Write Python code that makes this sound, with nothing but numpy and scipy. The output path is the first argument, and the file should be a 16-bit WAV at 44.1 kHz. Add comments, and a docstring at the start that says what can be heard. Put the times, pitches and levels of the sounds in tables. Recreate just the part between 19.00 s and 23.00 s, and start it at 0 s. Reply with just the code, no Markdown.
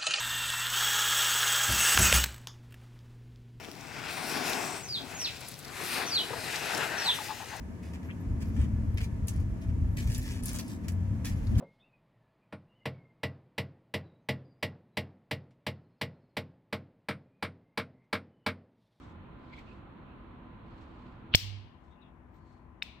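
"""Metal lighter snapping shut

A lighter is turned in the hand above a table in a bare room with a faint ventilation hum.
The hinge spring ticks, the lid strikes the case with a low thump and the catch rattles brightly;
the room's tail and a brief low drone follow. Fingers slide and squeak on the case,
and near the end a loose part gives one smaller click."""
import sys
import numpy as np
from scipy import signal
from scipy.fft import rfft, irfft
from scipy.io import wavfile

SR = 44100
rng = np.random.default_rng(int(sys.argv[2]) if len(sys.argv) > 2 else 0)


def to_wav(sig):
    """Store sig (one row per channel, or 1-D mono) as 16-bit WAV at the path in sys.argv[1].

    Samples outside -1..1 are clipped; the rate is SR.
    """
    pcm = np.clip(np.atleast_2d(sig), -1, 1) * 32767
    pcm = np.round(pcm).astype(np.int16)
    wavfile.write(sys.argv[1], SR, pcm.T)  # frames by channels


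N = 176400
T = np.arange(N) / SR
BINS_HZ = np.maximum(np.arange(N // 2 + 1) * SR / N, 1)

# lid blows (time [s], level [dB], contact cutoff [Hz], left-right [dB])
LID_BLOWS = [(2.3476, -3.5, 4484, 3), (2.3493, -10, 4030, 5), (2.3509, -21, 3994, 9.5),
             (2.3527, -25, 6974, 8.5)]
# case modes (frequency [Hz], gain [dB], t60 [s], left-right [dB])
CASE_MODES = [(740, -14, .006, -9), (990, -14, .005, -1.5), (2150, -7, 0.0058, -14.5), (2720, -8, .012, 4),
              (2908, -8, 0.014, 2), (3350, -7.5, 0.013, 7.5), (3925, -10, .009, 1), (4350, -3.5, 0.016, 5),
              (4990, -18.5, 0.0077, 5)]
def case(right_lag_s=.00013):
    """Each blow of the lid rings the hand-damped case; the sound reaches the right side later."""
    force = sum(from_db(db) * pan(side) * contact(s, hz) for s, db, hz, side in LID_BLOWS)
    left, right = ring_panned(force, CASE_MODES)
    return np.array([left, np.interp(T - right_lag_s, T, right)])


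# noise bursts (time [s], level [dB], decay time [s], left-right [dB])
# those at 2.378 and 2.4 s are two faint, bright early echoes of the snap
GRIT_BURSTS = [(2.3502, -29.5, .003, 2), (2.3525, -14.5, 0.0025, 0), (2.356, -23, 0.00074, -0.5),
               (2.363, -35, .002, 4), (2.378, -36.5, .003, 8), (2.4, -40.5, .002, 11),
               (3.8276, -37, 0.0027, -6)]
# catch modes (frequency [Hz], gain [dB], t60 [s], left-right [dB])
CATCH_MODES = [(5370, -1, .012, 5.5), (5950, -9.5, .008, 3), (6940, -6, 0.0091, -5.5),
               (7650, -10, .004, -7), (8450, -8.5, .005, -11), (10100, -9, 0.00094, -2.5),
               (12800, -10, 0.0034, 10.5), (13900, -6, 0.0066, 0.5), (15250, -7, 0.0043, 2)]
def catch(top_hz=17996.5, dull_hz_per_db=201, grit_db=2.5):
    """The catch's rattle and two early echoes: bursts ring its high modes, softer ones duller."""
    loudest_db = max(row[1] for row in GRIT_BURSTS)
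    force = 0
    for s, db, decay_s, side in GRIT_BURSTS:
        grit = rng.standard_normal((2, N)) * (T >= s) * cusp(s, decay_s)
        grit /= np.sqrt(np.sum(grit ** 2, axis=1, keepdims=True))
        cutoff_hz = top_hz + dull_hz_per_db * (db - loudest_db)
        force += from_db(db) * pan(side) * filtered(grit, cutoff_hz, "low")
    bare_grit = from_db(grit_db) * filtered(force, 5100, "high")
    return ring_panned(force, CATCH_MODES) + bare_grit


# hinge spring modes (frequency [Hz], gain [dB], t60 [s])
SPRING_MODES = [(1600, -15.5, .012), (2970, -1, 0.01208), (3700, -9, .008), (4350, -8, .009)]
def spring_tick(tick_s=2.3393, hiss_peak_s=2.342, rise_s=.0054, fall_s=.003):
    """A faint 3 kHz hiss swells into the tick of the spring tipping over before the lid lands."""
    envelope = cusp(hiss_peak_s, np.where(T < hiss_peak_s, rise_s, fall_s))
    hiss = from_db(-32) * rasp(3200, width_hz=900) * envelope
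    force = from_db(-14.5) * contact(tick_s, cutoff_hz=3900)
    spring = sum(from_db(db) * ring(force, hz, t60) for hz, db, t60 in SPRING_MODES)
    return hiss + pan(-2) * filtered(spring, 1450, "high", order=5)


def thump(time_s=2.3482, width_s=.0018):
    """The snap gives one low push and pull, and a short knock rings on."""
    u = (T - time_s) / width_s
    pulse = -np.tanh(u * 7) * np.exp(-np.minimum(np.hypot(u, .3), 20))
    push = filtered(pulse, 180, "low", order=1)
    knock = -filtered(ring(click(time_s), hz=94, t60_s=.14), 400, "low")
    return pan(-10.5) * (from_db(-12.5) * push + from_db(-29.5) * knock)


# knocks on the stop (time [s], level [dB], left-right [dB])
PART_KNOCKS = [(3.8206, -39, -1), (3.8235, -18, 7), (3.8242, -30.5, -1)]
# loose part modes (frequency [Hz], gain [dB], t60 [s])
PART_MODES = [(2330, -7.5, 0.013), (2570, -10, 0.023), (2850, -7, 0.0065), (3700, -4, 0.015),
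              (4520, -15.5, 0.019), (4900, -23, .01)]
def loose_part(cutoff_hz=3940):
    """A loose part knocks against its stop as the grip shifts."""
    force = sum(from_db(db) * pan(side) * contact(s, cutoff_hz) for s, db, side in PART_KNOCKS)
    ringing = sum(from_db(db) * ring(force, hz, t60) for hz, db, t60 in PART_MODES)
    return filtered(ringing, 2000, "high", order=3)


def drone(start_s=2.405, attack_s=.026, hold_s=.11, release_s=.24, hz=99.7):
    """A low, pure tone swells and fades after the snap."""
    corners_s = start_s + np.cumsum([0, attack_s, hold_s, release_s])
    envelope = np.interp(T, corners_s, [0, 1, 1, 0]) ** 2.3
    return from_db(-39.5) * pan(-11) * envelope * np.sin(2 * np.pi * hz * T)


# finger strokes (centre [s], half-width [s], level [dB], treble lift [dB])
FINGER_STROKES = [(0.017, .14, -69.5, 5), (0.47, 0.11, -73, -4), (0.534, .016, -64, -8),
                  (0.583, 0.05, -63.5, 0.5), (0.698, 0.12, -70, -0.5), (1.726, 0.1, -73.5, -4),
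                  (1.822, 0.06, -75, 3.5), (2.02, .25, -73, -1.5), (2.88, 0.087, -83, 8),
                  (3.369, 0.064, -81.5, 7), (3.52, .1, -79, 7)]
# skin friction spectrum (frequency [Hz], relative density [dB])
SKIN_SPECTRUM = [(900, -14), (2000, 3), (4200, 3.5), (5500, -9), (8000, -13), (10000, -30.5), (15000, -32)]
def finger_slides(treble_hz=5200):
    """Skin hisses over the case, each stroke with its own brightness."""
    skin = coloured(SKIN_SPECTRUM, correlation=.22) * from_db(2 * drift(rate_hz=120))
    treble = irfft(rfft(skin) * (BINS_HZ > treble_hz), N)
    return sum(from_db(db) * swell(s, half_width_s) * (skin + (from_db(lift_db) - 1) * treble)
               for s, half_width_s, db, lift_db in FINGER_STROKES)


# squeaks (centre [s], half-width [s], level [dB], frequency [Hz], left-right [dB])
FINGER_SQUEAKS = [(0.537, 0.019, -53.5, 2150, 0), (.565, 0.032, -65, 3300, -1),
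                  (0.586, 0.028, -54.5, 2230, 0), (.588, .018, -87, 14200, 0), (.59, .02, -88, 12100, -2),
                  (.685, 0.025, -62, 2660, -4), (0.719, 0.015, -63.5, 2620, -9),
                  (1.106, 0.052, -71, 2650, -9), (2.928, 0.053, -76, 3550, 10),
                  (3.024, 0.02, -69.5, 3700, 12), (3.03, .1, -72, 2690, 4), (3.067, 0.049, -75, 3440, 9),
                  (3.352, 0.034, -83, 14450, 0), (3.5, 0.17, -85.5, 4350, 10)]
def finger_squeaks():
    """Skin now and then sticks on the case in a rough squeak."""
    return sum(from_db(db) * pan(side) * swell(s, half_width_s) * rasp(hz, width_hz=320)
               for s, half_width_s, db, hz, side in FINGER_SQUEAKS)


# reverberation (frequency [Hz], gain [dB], t60 [s], left-right [dB])
ROOM_REVERB = [(900, -23, 0.7, -3.5), (1900, -19, .85, 4.5), (2800, -17, 0.72, 5), (3900, -17, .6, 6.5),
               (5500, -12, .44, 3.5), (8000, -12.5, 0.36, -3.5), (11000, -8.5, 0.24, 0),
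               (14500, -12, .25, -1)]
def room(x, build_s=.011):
    """Each narrow band fills the room with a diffuse tail that dies faster in the treble."""
    edges_hz = 600 * 2 ** (np.arange(29) / 6)
    onset = np.argmax(abs(x[0]) > 1e-4)
    white = rng.standard_normal((2, 2, N))
    tail = np.zeros((2, N))
    build = np.exp(-1 / (build_s * SR))
    for k, band in enumerate(zip(edges_hz, edges_hz[1:])):
        hz = np.sqrt(band[0] * band[1])
        db, t60, side = (at_hz(ROOM_REVERB, hz, column) for column in (1, 2, 3))
        decay = np.exp(-2 * np.log(1000) / (t60 * SR))
        power = np.mean(filtered(x[:, onset:], band, "band") ** 2, axis=0) + 1e-18
        stored = signal.lfilter([(1 - decay) * (1 - build)], [1, -decay - build, decay * build], power)
        diffuse = rms_one(filtered(white[k % 2, :, onset:], band, "band"))
        tail[:, onset:] += from_db(db) * pan(side) * np.sqrt(stored) * diffuse
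    return tail


# air spectrum before the snap (frequency [Hz], relative density [dB])
EARLY_AIR = [(15, -31), (25, -10), (50, -3.5), (100, -3.5), (150, -6.5), (240, -9.5), (330, -11),
             (420, -17.5), (650, -20.5), (1000, -18), (1300, -20), (1700, -27), (2700, -32), (4200, -42),
             (4900, -60.5), (8000, -65.5), (15000, -66.5)]
# air spectrum after the snap (frequency [Hz], relative density [dB])
LATE_AIR = [(15, -39.5), (25, -19), (60, 1.5), (100, -4.5), (160, -7), (250, -12), (330, -12.5),
            (480, -20.5), (1000, -17), (1450, -25.5), (2000, -28.5), (3000, -40.5), (4700, -55),
            (15000, -63.5)]
# stereo image of the air (frequency [Hz], left-right correlation [0..1])
AIR_CORRELATION = [(60, 0.96), (180, 0.9), (550, 0.41), (1650, 0.074), (4970, 0.06), (15000, 0.13)]
def room_air(after_snap):
    """A low rush of air, quieter and duller after the snap."""
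    correlation = at_hz(AIR_CORRELATION, BINS_HZ)
    early = from_db(-50) * pan(-1.3) * coloured(EARLY_AIR, correlation)
    late = from_db(-56) * pan(6.5) * coloured(LATE_AIR, correlation)
    return (1 - after_snap) * early + after_snap * late


# ventilation tones (frequency [Hz], rms level before the snap [dB])
VENT_TONES = [(207, -65), (247, -61.5), (332, -66.5), (1021, -69)]
def ventilation(after_snap, drop_db=-5.5):
    """The ventilation hums in wavering tones, quieter after the snap."""
    hum = 0
    for hz, db in VENT_TONES:
        amplitude = from_db(db) * np.sqrt(2) * (1 + .25 * drift(rate_hz=9))
        hum += amplitude * np.sin(2 * np.pi * hz * T + .8 * drift(rate_hz=7))
    return hum * from_db(drop_db * after_snap)


def from_db(db):
    """Decibels to gain."""
    return 10 ** (np.asarray(db) / 20)


def rms_one(x):
    """Scale to unit rms."""
    return x / np.sqrt(np.mean(x ** 2) + 1e-20)


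def pan(db):
    """Stereo gains for a left-minus-right level."""
    return from_db(np.array([[db], [-db]]) / 2)


def at_hz(table, hz, column=1):
    """Interpolate a column over log frequency."""
    table = np.array(table)
    return np.interp(np.log(hz), np.log(table[:, 0]), table[:, column])


def filtered(x, hz, kind, order=2):
    """Butterworth filter."""
    sos = signal.butter(order, np.clip(hz, 10, SR * .48), kind, fs=SR, output="sos")
    return signal.sosfilt(sos, x + 1e-18)


def click(time_s):
    """Unit impulse."""
    return 1. * (np.arange(N) == int(time_s * SR))


def contact(time_s, cutoff_hz):
    """Force of one blow: a low-passed impulse."""
    return filtered(click(time_s), cutoff_hz, "low", order=6)


def ring(x, hz, t60_s):
    """One mode: a unit impulse starts a decaying sine of height 1."""
    radius = np.exp(-np.log(1000) / (t60_s * SR))
    angle = 2 * np.pi * hz / SR
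    return signal.lfilter([0, np.sin(angle)], [1, -2 * radius * np.cos(angle), radius ** 2], x + 1e-18)


def ring_panned(force, modes):
    """Sum of panned modes, alternating in sign."""
    return sum(from_db(db) * pan(side) * ring(force, hz, t60) * (-1) ** k
               for k, (hz, db, t60, side) in enumerate(modes))


def rasp(hz, width_hz):
    """Narrow-band noise; rms 1."""
    band = filtered(rng.standard_normal((2, N)), [hz - width_hz / 2, hz + width_hz / 2], "band")
    return rms_one(filtered(band, hz * 1.7, "low", order=4))


def coloured(spectrum, correlation):
    """Stereo noise of given spectrum and left-right correlation; rms 1."""
    mid, side = rfft(rng.standard_normal((2, N))) * from_db(at_hz(spectrum, BINS_HZ))
    stereo = np.sqrt(1 + correlation) * mid + np.sqrt(1 - correlation) * side * [[1], [-1]]
    return rms_one(irfft(stereo, N))


def drift(rate_hz):
    """Random wander between knots of spread 1."""
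    knots = rng.standard_normal(512)
    return np.interp(T * rate_hz, np.arange(len(knots)), knots)


def swell(centre_s, half_width_s):
    """Bell-shaped envelope."""
    return np.exp(-2 * np.minimum(((T - centre_s) / half_width_s) ** 2, 20))


def cusp(peak_s, decay_s):
    """Exponential fall on both sides of a peak."""
    return np.exp(-np.minimum(abs(T - peak_s) / decay_s, 20))


def scene(snap_s=2.35, crossfade_s=.011, part_send_db=4):
    """The lighter close by, its echo and the quiet room."""
    lid = spring_tick() + case() + catch()
    part = loose_part()
    echo = room(lid + from_db(part_send_db) * part)
    fingers = finger_slides() + finger_squeaks()
    after_snap = np.clip((T - snap_s) / crossfade_s, 0, 1)
    background = room_air(after_snap) + ventilation(after_snap)
    return lid + thump() + part + drone() + fingers + echo + background


def record(dry, cutoff_hz=15700):
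    """A steep low-pass cuts the top."""
    return signal.sosfilt(signal.ellip(10, .1, 80, cutoff_hz, fs=SR, output="sos"), dry)


dry = scene()
out = record(dry)
to_wav(out)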